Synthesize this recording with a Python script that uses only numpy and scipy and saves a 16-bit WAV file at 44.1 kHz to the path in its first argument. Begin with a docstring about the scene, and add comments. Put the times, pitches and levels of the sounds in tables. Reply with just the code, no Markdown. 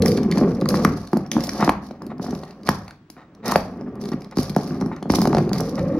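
"""Hard plastic treat ball on a kitchen floor

A dog noses and paws a hard hollow ball over the floor and against a cabinet.
Jolts from the floor's grain ring body, hollow and shell; knocks clack the shell and thud in the floor.
Dry treats and claws tick as gritty bursts, treats slide as dense contacts, scrapes are friction noise.
Two close microphone ports hear it in a live room with a faint hush and whine; the hardest knocks clip.
"""
import sys
import numpy as np
from scipy import signal
from scipy.fft import rfft, irfft
from scipy.io import wavfile

SR = 44100
rng = np.random.default_rng(int(sys.argv[2]) if len(sys.argv) > 2 else 0)


def transcribe(signal):
    """Save signal, clipped to [-1, 1], as a 16-bit WAV file at the path in sys.argv[1]."""
    frames = np.atleast_2d(signal).T
    limited = np.clip(frames, -1, 1)
    pcm = np.round(limited * 32767).astype(np.int16)
    wavfile.write(sys.argv[1], SR, pcm)


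N = 264159

# Modes of floor and ball body. Each row: pitch in Hz, relative level in dB, nominal t60 in seconds.
BODY_MODES = [(65, -18.5, 0.074), (102, -16.5, 0.23), (151.6, -5.5, 0.41), (198, 5.5, 0.085),
              (244.3, 3, 0.14), (294, 1, 0.085), (350, -2, 0.059)]
# Modes of the plastic shell. Each row: pitch in Hz, relative level in dB, nominal t60 in seconds.
SHELL_MODES = [(517, 8.5, 0.016), (698, 6, 0.025), (1135, 2, 0.025), (1670, -8.5, 0.027),
               (2014, -6.5, 0.0051)]
RATTLE_RANGE_HZ = (4400, 5900)   # the shell's bright ring under treats and claws


def amp(db):
    """Gain of a level in dB."""
    return 10 ** (np.asarray(db) / 20)


def rms_one(x):
    """Scales to rms 1."""
    return x / np.sqrt(np.mean(x ** 2) + 1e-20)


def peak_one(x):
    """Scales to peak 1."""
    return x / np.abs(x).max()


def at_hz(points, hz):
    """Reads a spectrum table on a log-frequency axis."""
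    points_hz, values = np.transpose(points)
    return np.interp(np.log(np.maximum(hz, 1)), np.log(points_hz), values)


def over_time(points):
    """Interpolates (seconds, value) rows to one value per sample."""
    return np.interp(np.arange(N) / SR, *np.transpose(points))


def add(out, start_s, wave):
    """Mixes a wave in at start_s."""
    i = round(start_s * SR)
    out[..., i:i + wave.shape[-1]] += wave[..., :N - i]


def ring(x, hz, t60_s):
    """Two-pole resonator: a unit click sets a decaying sine of initial height 1 ringing."""
    r, w = amp(-60 / (t60_s * SR)), 2 * np.pi * hz / SR
    return signal.lfilter([0, np.sin(w)], [1, -2 * r * np.cos(w), r * r], x + 1e-18)


def soft(x, hz):
    """Low-pass: a blunt contact has little above hz."""
    return signal.sosfilt(signal.butter(2, hz, fs=SR, output="sos"), x)


def firm(x, hz):
    """High-pass: takes out what lies below hz."""
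    return signal.sosfilt(signal.butter(4, hz, "high", fs=SR, output="sos"), x)


def colour(x, spectrum):
    """Causal (minimum-phase) filter with the given dB spectrum, by cepstral folding."""
    size = 8192
    log_gain = np.log(amp(at_hz(spectrum, np.fft.rfftfreq(size, 1 / SR))))
    cepstrum = irfft(log_gain)
    cepstrum[1:size // 2] *= 2
    cepstrum[size // 2 + 1:] = 0
    response = irfft(np.exp(rfft(cepstrum)))
    return signal.fftconvolve(x, response)[:len(x)]


def grains(per_s, spread_db):
    """Random contacts with a long-tailed spread of sizes and either sign."""
    sizes = amp(spread_db * np.minimum(rng.exponential(1, N), 5)) * rng.choice([-1, 1], N)
    return sizes * (rng.random(N) < per_s / SR)


def clumps(depth_db, rate_hz):
    """Contacts bunch together: a fast random swell of level."""
    return amp(depth_db * rms_one(soft(rng.standard_normal(N), rate_hz)))


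def wandering(pitch, width_hz):
    """Jolts ring in a resonance whose pitch moves; rms 1."""
    phase = 2 * np.pi * np.cumsum(over_time(pitch)) / SR
    in_phase = soft(grains(500, 2), width_hz) * np.cos(phase)
    quadrature = soft(grains(500, 2), width_hz) * np.sin(phase)
    return rms_one(in_phase + quadrature)


def bright(x, ring_hz):
    """Sharp contacts as the ports hear them, with the shell's bright ring."""
    # Each row: frequency in Hz, relative level in dB per Hz.
    treble = [(1060, -10.5), (1800, -7.5), (2120, -1), (2970, -12.5), (3350, -14), (4820, -4), (6170, -8),
              (6820, -12), (7750, -21.5), (8970, -12), (10600, -11), (12500, -13.5), (15200, -26),
              (15900, -29)]
    return rms_one(colour(x, treble)) + amp(-3) * rms_one(ring(x, ring_hz, t60_s=0.006))


def rolling(roll_db, slide_gain):
    """Floor grain jolts the ball many times a second; body, hollow and shell ring."""
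    # Floor boom under the ball. Each row: time in seconds, pitch in Hz.
    boom_pitch = [(0, 226.5), (.08, 196), (.2, 222.6), (.45, 190), (.6, 221), (.68, 180), (.78, 200.4),
                  (.86, 235.9), (1.4, 217), (2.2, 237.2), (2.35, 184.4), (2.7, 219.7), (4.6, 227.6),
                  (5.12, 244.6), (5.3, 183.4), (5.45, 190), (5.62, 164.7), (5.71, 287.9), (5.79, 169.7),
                  (5.88, 174.2), (5.94, 295), (5.99, 301.3)]
    # Air inside the ball: pitch shifts as the opening turns. Each row: time in seconds, pitch in Hz.
    hollow_pitch = [(0, 474), (0.121, 450), (0.302, 350), (.45, 379), (0.621, 518), (.8, 517), (0.949, 401),
                    (1.1, 290), (1.5, 289.6), (2.001, 361.3), (3.4, 406.7), (3.55, 514.5), (3.801, 394.3),
                    (4.3, 375.2), (5.102, 340.2), (5.501, 379.2), (5.699, 487.3), (5.904, 558),
                    (5.99, 510.7)]
    loud_roll_db = -20
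    hollow_db, hollow_follows = -28, 1.1   # level at a loud roll; share of the roll's swing
    drone_db, drone_follows = -36.5, 0.65   # shell drone, likewise
    drone_from_slide_db = 3   # sliding treats set the shell droning too
    boom_db, grain_db = -3.5, -4.5   # relative to the roll

    rumble = sum(amp(db) * ring(grains(300, 0.68), hz, t60_s) / np.sqrt(t60_s)
                 for hz, db, t60_s in BODY_MODES)
    hollow = wandering(hollow_pitch, width_hz=43)
    boom = wandering(boom_pitch, width_hz=31)
    floor = amp(boom_db) * boom + amp(grain_db) * rms_one(soft(rumble, 770))

    lumps = clumps(2.5, 25)
    shell = sum(amp(db) * ring(lumps * grains(900, 3.5), hz, t60_s * 0.5) / np.sqrt(t60_s)
                for hz, db, t60_s in SHELL_MODES)

    swing_db = roll_db - loud_roll_db
    hollow_gain = amp(hollow_db + hollow_follows * swing_db)
    drone_gain = amp(drone_db + drone_follows * swing_db) + amp(drone_from_slide_db) * slide_gain
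    return amp(roll_db) * floor + hollow_gain * hollow + drone_gain * rms_one(soft(shell, 2700))


def knocks():
    """A clack of a few cycles at the contact's own pitch, the shell modes, and a floor thud just after."""
    # Each row: start in seconds, peak level of the clack in dB, contact pitch in Hz,
    # floor thud relative to the clack in dB.
    knock_rows = [(0.036, -18.5, 597, 2), (0.06, -18.5, 1970, -1), (0.179, -25, 1570, 12),
                  (0.322, -17.5, 2060, 3), (0.3732, -17, 924, 7.5), (0.412, -12.5, 540, 5.5),
                  (0.424, -14.5, 544, -9), (0.436, -20, 547, -2), (0.457, -20, 560, -8),
                  (0.447, -18, 635, -9), (0.475, -17, 604, -4), (0.62, -18, 540, 10.5),
                  (0.659, -15, 1156, -13), (0.706, -23, 1560, -1), (0.742, -8, 1090, -3.5),
                  (0.849, 1, 1199, -5.5), (1.131, -8, 780, -0.5), (1.169, -12.5, 649, 1.5),
                  (1.366, -10, 910, -5), (1.49, -24, 1234, -12), (1.601, -12, 753, -11),
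                  (1.626, -3.5, 814, -5), (1.677, -3, 805, -2.5), (1.693, 2.5, 870, -27),
                  (1.909, -23.5, 614, -6), (2.019, -24.5, 935.6, -6), (2.117, -21, 720, -6),
                  (2.196, -20.5, 860, 4.5), (2.218, -31, 600, -2), (2.243, -22.5, 640, -9),
                  (2.264, -24, 1080, -10), (2.284, -22.5, 710, 3), (2.328, -21, 695, 0),
                  (2.433, -24, 730, -5.5), (2.684, -19.5, 1830, -2), (2.6889, 1.5, 1066, -11.5),
                  (2.88, -31, 1180, -17), (2.908, -30, 1510, -20), (3.099, -36, 810, -0.5),
                  (3.166, -38.5, 1350, 4), (3.453, -29, 613.3, 2.5), (3.483, -22.5, 590, 6.5),
                  (3.521, -5.5, 980, -10.5), (3.558, 2.5, 634, -14), (4.086, -30.5, 627, 9),
                  (4.118, -21.5, 895, 6), (4.138, -27.5, 630, 10), (4.324, -31, 1200, -17),
                  (4.371, -14.5, 727, 5.5), (4.387, -15.5, 690, 7), (4.497, -39.5, 723, 21.5),
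                  (4.564, -4.5, 680, -2), (4.707, -28.5, 1529, 7), (4.813, -20, 900, 4.5),
                  (4.823, -18, 925, 6), (4.861, -24, 867, 9.5), (4.9154, -18, 892, -23),
                  (4.919, -27, 1240, -18), (5.025, -20, 734, 1), (5.056, -21, 674, 3.5),
                  (5.099, -5.5, 710, 1), (5.137, -6.5, 794, -3.5), (5.185, -8.5, 722, -1.5),
                  (5.219, -11.5, 826, -6), (5.254, -6, 776, -9), (5.273, -10, 620.5, 3.5),
                  (5.33, -8, 770, -8), (5.348, -5.5, 615, -26), (5.37, -7.5, 720, -9),
                  (5.384, -9, 590, -1.5), (5.515, -15.5, 755, 1.5), (5.6, -15, 961, -20),
                  (5.612, -14.5, 608.7, -6), (5.784, -16.5, 637.4, -9)]
    brighten_db, top_lift_db = 0.79, 5.5   # shell tilt per octave: per dB of knock, and at 0 dB
    ring_db, ring_t60_s = -18, 0.045   # the hollow rings on at the contact pitch, by a chance amount
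    thud_lag_s, thud_low_hz = 0.0016, 165   # the floor answers late and gives little below this
    flex_s = 0.0011   # the wall flexes for about three milliseconds

    out, click, t = np.zeros(N), np.eye(1, 6000)[0], np.arange(6000) / SR
    luck = rng.standard_normal((len(knock_rows), len(SHELL_MODES) + len(BODY_MODES)))
    squeeze = (t / flex_s) ** 2 * np.exp(-2 * t / flex_s)
    for (start_s, peak_db, pitch_hz, thud_db), draw in zip(knock_rows, luck):
        tone = np.sin(2 * np.pi * pitch_hz * t) + 0.29 * np.sin(2 * np.pi * 1.748 * pitch_hz * t)
        contact = peak_one(squeeze * tone)
        strengths = amp(4 * draw)

        shell = np.zeros(len(t))
        for (hz, db, t60_s), strength in zip(SHELL_MODES, strengths):
            tilt_db = (brighten_db * peak_db + top_lift_db) * np.log2(hz / SHELL_MODES[0][0])
            shell += amp(db - 21 + tilt_db) * strength * ring(click, hz, t60_s * 0.65)
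        ring_on = amp(ring_db) * draw[0] * ring(click, pitch_hz, ring_t60_s)
        clack = peak_one(soft(shell, 10000) - contact + ring_on)
        add(out, start_s, amp(peak_db) * clack)

        thud = sum(amp(db) * strength * ring(click, hz, t60_s * 0.98)
                   for (hz, db, t60_s), strength in zip(BODY_MODES[2:], strengths[len(SHELL_MODES):]))
        thud = peak_one(firm(soft(soft(thud, 556), 556), thud_low_hz))
        add(out, start_s + thud_lag_s, amp(peak_db + thud_db) * thud)
    return out


def ticks():
    """Treats and claws tick: a few milliseconds of gritty contact; sharper ones carry more top."""
    # Each row: start in seconds, peak level before panning in dB, gain of the top above about 13 kHz in dB.
    tick_rows = [(0.021, -12, 1.5), (0.0589, -10, 17), (0.0806, -12, 15), (0.1175, -16, 8),
                 (0.1735, -18.5, -1), (.2314, -28, -9), (0.3138, -18.5, -8), (0.3233, -22.5, -8),
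                 (0.337, -31, -6), (0.3727, -24, -11), (0.383, -24, -8), (0.6119, -24.5, -4),
                 (.656, -24.5, -9), (0.688, -8.5, 38), (.7407, -31, -16), (.7542, -20.5, 2),
                 (.7711, -21.5, -15), (0.848, -10, 14), (1.073, -32, -8), (1.1316, -25.5, 6),
                 (1.171, -25.5, 24.5), (1.263, -37, -1.5), (1.3154, -9.5, -1), (1.332, -23, -7),
                 (1.4055, -23.5, -8), (1.413, -36, -10), (1.4371, -16, 26), (1.446, -28, 7),
                 (1.457, -34, 9), (1.4696, -21, 33), (1.492, -13, -8), (1.6944, -17.5, 10),
                 (1.91, -38, -16), (2.0203, -36, 14), (2.0652, -32.5, 15), (2.181, -39.5, 6),
                 (2.2273, -31, 5), (2.2413, -36, -5), (2.2667, -36, 2), (2.292, -40, -2),
                 (2.3077, -29.5, 2), (2.35, -26, 5), (2.3755, -50, -19), (2.4353, -31, -11),
                 (2.508, -33, -20), (2.6328, -37, -5), (2.673, -19, -3), (2.69, -10, 19), (2.88, -30, 2),
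                 (2.908, -35, -2.5), (3.1009, -29, 20), (3.349, -43.5, -17.5), (3.4565, -34.5, 6),
                 (3.48, -15.5, 25), (3.5184, -13.5, 19), (3.559, -11.5, 21), (3.81, -38.5, -22),
                 (3.954, -43, 19), (4.0135, -30, 18), (4.0382, -27.5, 2), (4.055, -28, -6),
                 (4.0885, -27, 7), (4.117, -30, -7), (4.133, -33, 0), (4.2191, -33.5, -4),
                 (4.245, -31.5, -6), (4.311, -35.5, -4), (4.37, -19, 5), (4.384, -15.5, 2),
                 (4.401, -24, 14), (4.4305, -20.5, 13), (4.442, -30, -10), (4.4957, -22, 6),
                 (4.548, -29, -5), (4.563, -19, 27), (4.6748, -29, 23), (4.8111, -26.5, -6),
                 (4.8604, -30, 22), (4.963, -36, -12), (5.027, -30, -11), (5.1014, -15, -5),
                 (5.12, -20.5, 16), (5.1416, -30, 7), (5.1561, -13.5, 27), (5.216, -12, 31),
                 (5.254, -21, 1), (5.2733, -17.5, 7), (5.3278, -26, -7), (5.348, -17.5, -14),
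                 (5.3677, -25, -16), (5.3822, -21.5, -12), (5.492, -29.5, -6), (5.5311, -16, 4),
                 (5.561, -32, -2), (5.5827, -21.5, 13), (5.6054, -20, 24), (5.755, -30, -7)]
    # Side of the ball. Each row: time in seconds, left minus right level in dB.
    ball_pan = [(0, 0), (5.4, 0), (5.55, -7.5), (5.99, -17)]
    pan_spread_db = 2   # each tick favours one port by chance

    out, t, count = np.zeros((2, N)), np.arange(1200) / SR, len(tick_rows)
    envelope = amp(-60 * t / 0.011) * (1 - np.exp(-t / 0.00083))
    grit = rng.standard_normal((count, len(t))) * envelope
    side_db = np.interp(np.array(tick_rows)[:, 0], *np.transpose(ball_pan))
    pans_db = pan_spread_db * rng.standard_normal(count) + side_db
    left_lags = rng.integers(0, 2, count)   # samples; a lag puts a tick nearer the middle
    rings_hz = rng.uniform(*RATTLE_RANGE_HZ, count)
    for (start_s, peak_db, sharp_db), burst, pan_db, left_lag, ring_hz in zip(
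            tick_rows, grit, pans_db, left_lags, rings_hz):
        wave = bright(burst, ring_hz)
        dull = soft(wave, 13000)
        wave = peak_one(dull + amp(sharp_db) * (wave - dull))
        pair = np.array([np.roll(wave, left_lag), wave])
        add(out, start_s, amp(peak_db) * pair * amp([[pan_db / 2], [-pan_db / 2]]))
    return out


def slide_level():
    """Treats slide after each shove: the gain swells quickly, holds, then fades."""
    # Each row: start in seconds, level in dB, hold in seconds, fade in dB per second.
    slide_rows = [(0.026, -42, 0.07, 89), (0.334, -45, 0.018, 79), (0.673, -40.5, 0.081, 53),
                  (1.304, -42, 0.019, 119), (1.39, -44.5, 0.037, 152.5), (1.51, -43.5, 0.049, 202),
                  (1.588, -38.5, 0.06, 306), (1.806, -57, 0.041, 204), (2.202, -49.5, 0.056, 87),
                  (2.293, -67.5, 0.16, 58), (2.647, -39, 0.005, 140), (3.438, -37, 0.036, 105),
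                  (3.991, -51.5, 0.017, 142), (4.188, -59.5, 0.018, 307), (4.35, -41.5, 0.078, 172),
                  (4.557, -47.5, 0.021, 90), (4.662, -54, 0.025, 85), (5.086, -37.5, 0.075, 121),
                  (5.32, -50.5, 0.088, 293), (5.516, -47.5, 0.072, 38)]
    attack_s = 0.021
    t, gain = np.arange(N) / SR, np.zeros(N)
    for start_s, db, hold_s, fade_db_per_s in slide_rows:
        swell = np.clip((t - start_s) / attack_s, 0, 1) ** 2
        fading_s = np.maximum(t - start_s - attack_s - hold_s, 0)
        gain += swell * amp(db - fade_db_per_s * fading_s)
    return gain


def sliding(slide_gain):
    """Loose treats clatter along the shell: two streams of dense tiny contacts, four bright rings each."""
    bunch = clumps(3.66, 43)

    def stream():
        """Four runs of contacts, each with its own ring pitch."""
        clatter = sum(bright(bunch * grains(500, 4), hz) for hz in rng.uniform(*RATTLE_RANGE_HZ, 4))
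        return rms_one(firm(clatter, 2930))

    common, opposed = stream(), stream()   # the second has opposite signs at the two ports
    return slide_gain * np.array([common + 0.63 * opposed, common - 1.14 * opposed])


def scuffs():
    """Paw or nose scrapes softly on the shell: friction noise swells in and fades over the stroke."""
    # Each row: start in seconds, nominal level in dB, length in seconds.
    scuff_rows = [(1.582, -23.5, 0.085), (2.094, -39.5, 0.036), (2.44, -48.5, 0.086), (2.85, -46, 0.079),
                  (3.148, -44.5, 0.095), (3.42, -26, 0.16), (4.118, -34.5, 0.022), (4.309, -39, 0.032),
                  (4.706, -44, 0.082), (4.908, -39, 0.041), (4.952, -41, 0.038), (5.623, -44, 0.072),
                  (5.764, -33, 0.05), (5.863, -44.5, 0.14)]
    # Broad resonances. Each row: pitch in Hz, level in dB, t60 in seconds.
    scrape_modes = [(860, 10.5, 0.0041), (1264, 4, 0.011), (1820, 1, 0.014), (3700, -8.5, 0.018)]
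    stroke = np.zeros(N)
    for start_s, db, length_s in scuff_rows:
        t = np.arange(round(1.5 * length_s * SR)) / SR
        swell = 1 - np.exp(-(t / (0.27 * length_s)) ** 2)
        add(stroke, start_s, amp(db) * np.exp(-(t / length_s) ** 4) * swell)
    friction = grains(3000, 3.1)
    scrape = sum(amp(db) * rms_one(ring(friction, hz, t60_s)) for hz, db, t60_s in scrape_modes)
    return stroke * rms_one(scrape)


def thumps():
    """Blunt pushes, perhaps the dog's weight landing, ring the two lowest floor modes."""
    # Each row: start in seconds, peak level in dB.
    thump_rows = [(0.003, -13), (0.041, -29), (0.42, -34), (0.875, -16), (2.7, -21.5), (3.581, -25),
                  (4.386, -19.5), (4.831, -25), (5.111, -15.5), (5.349, -19), (5.802, -19.5)]
    click = np.eye(1, SR // 4)[0]
    wave = peak_one(soft(sum(ring(click, hz, t60_s) for hz, _, t60_s in BODY_MODES[:2]), 160))
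    out = np.zeros(N)
    for start_s, db in thump_rows:
        add(out, start_s, amp(db) * wave)
    return out


def ports(pair):
    """The left port is nearer: the right hears the direct sound slightly later."""
    right_lag_s = 45e-6
    turn = np.exp(-2j * np.pi * np.fft.rfftfreq(N, 1 / SR) * right_lag_s)
    return np.array([pair[0], irfft(rfft(pair[1]) * turn, N)])


def diffuse(length, envelope):
    """Stereo noise in half-octave bands, alike at both ports in the bass only."""
    # Reverberant field. Each row: frequency in Hz, left-right likeness from -1 to 1.
    likeness = [(40, 0.97), (150, 1), (500, 0.99), (1500, 0.44), (5000, 0.052), (15000, .05)]
    out, hz = 0, np.fft.rfftfreq(length, 1 / SR)
    alike = np.clip(at_hz(likeness, hz), -1, 1)
    mid, side = rfft(rng.standard_normal((2, length)))
    pair = np.sqrt(1 + alike) * mid + np.sqrt(1 - alike) * side * [[1], [-1]]
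    for centre_hz in 30 * 2 ** np.arange(0, 9.6, 0.5):
        share = np.clip(1 - 2 * np.abs(np.log2(np.maximum(hz, 1) / centre_hz)), 0, 1)
        out = out + envelope(centre_hz) * irfft(pair * share, length)
    return out


def kitchen(x):
    """Reverberant tail that builds over a few milliseconds and dies band by band."""
    # Each row: frequency in Hz, t60 in seconds.
    room_t60 = [(100, 0.93), (300, 0.29), (900, 0.4), (3000, 0.37), (12000, 0.17)]
    t = np.arange(SR // 2) / SR
    tail = diffuse(len(t), lambda hz: amp(-60 * t / at_hz(room_t60, hz)))
    tail = tail * (1 - np.exp(-t / 0.0015))
    return signal.fftconvolve(x[None], tail / np.sqrt(np.sum(tail ** 2) / 2), axes=1)[:, :N]


def background():
    """Steady diffuse room noise and a thin steady sine whine."""
    # Each row: frequency in Hz, relative level in dB per Hz.
    hush_spectrum = [(18, -35), (30, -2), (295, -0.5), (373, -1.5), (448, -24.5), (1120, -16.5),
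                     (5290, -35.5), (7640, -43), (15900, -67)]
    hush_db, whine_hz, whine_db = -53, 15734, -86
    hush = amp(hush_db) * rms_one(diffuse(N, lambda hz: amp(at_hz(hush_spectrum, hz))))
    return hush + amp(whine_db) * np.sin(2 * np.pi * whine_hz * np.arange(N) / SR)


def scene():
    """Ball, treats, room and background."""
    # How hard the ball rolls. Each row: time in seconds, floor rumble level in dB.
    roll_levels = [(0, -14), (.35, -21), (.43, -14.5), (.57, -24), (.8, -19.5), (.95, -26), (1.12, -48),
                   (1.139, -17.5), (1.19, -22), (1.26, -41), (1.33, -32.5), (1.373, -10), (1.432, -34),
                   (1.67, -25), (1.77, -36.5), (2.001, -42.5), (2.019, -30), (2.17, -36), (2.33, -26.5),
                   (2.45, -44.5), (2.6, -44), (2.699, -28.5), (3.05, -73.5), (3.398, -46), (3.471, -32.5),
                   (3.721, -33.5), (3.82, -30), (3.93, -30.5), (4.16, -31), (4.29, -43.5), (4.439, -41),
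                   (4.7, -27.5), (4.85, -25.5), (5.01, -39.5), (5.09, -27), (5.289, -16), (5.65, -26),
                   (5.79, -23), (5.88, -22), (5.99, -19.5)]
    slide_gain = slide_level()
    roll = rolling(over_time(roll_levels), slide_gain) + scuffs()
    hits = knocks() + thumps()
    sharp = ticks() + sliding(slide_gain)
    wet = kitchen(amp(-11) * roll + amp(-11.5) * hits + amp(-8) * sharp.mean(axis=0))
    return ports(roll + hits + sharp) + wet + background()


def record(dry):
    """The microphone loses the deep bass, the hardest knocks clip, the top is cut."""
    bass_cut_hz, top_cut_hz = 50, 16000
    thin = signal.sosfilt(signal.butter(2, bass_cut_hz, "high", fs=SR, output="sos"), dry)
    clipped = np.clip(thin, -1, 1)
    return signal.sosfilt(signal.ellip(8, 0.5, 35, top_cut_hz, fs=SR, output="sos"), clipped)


dry = scene()
out = record(dry)
transcribe(out)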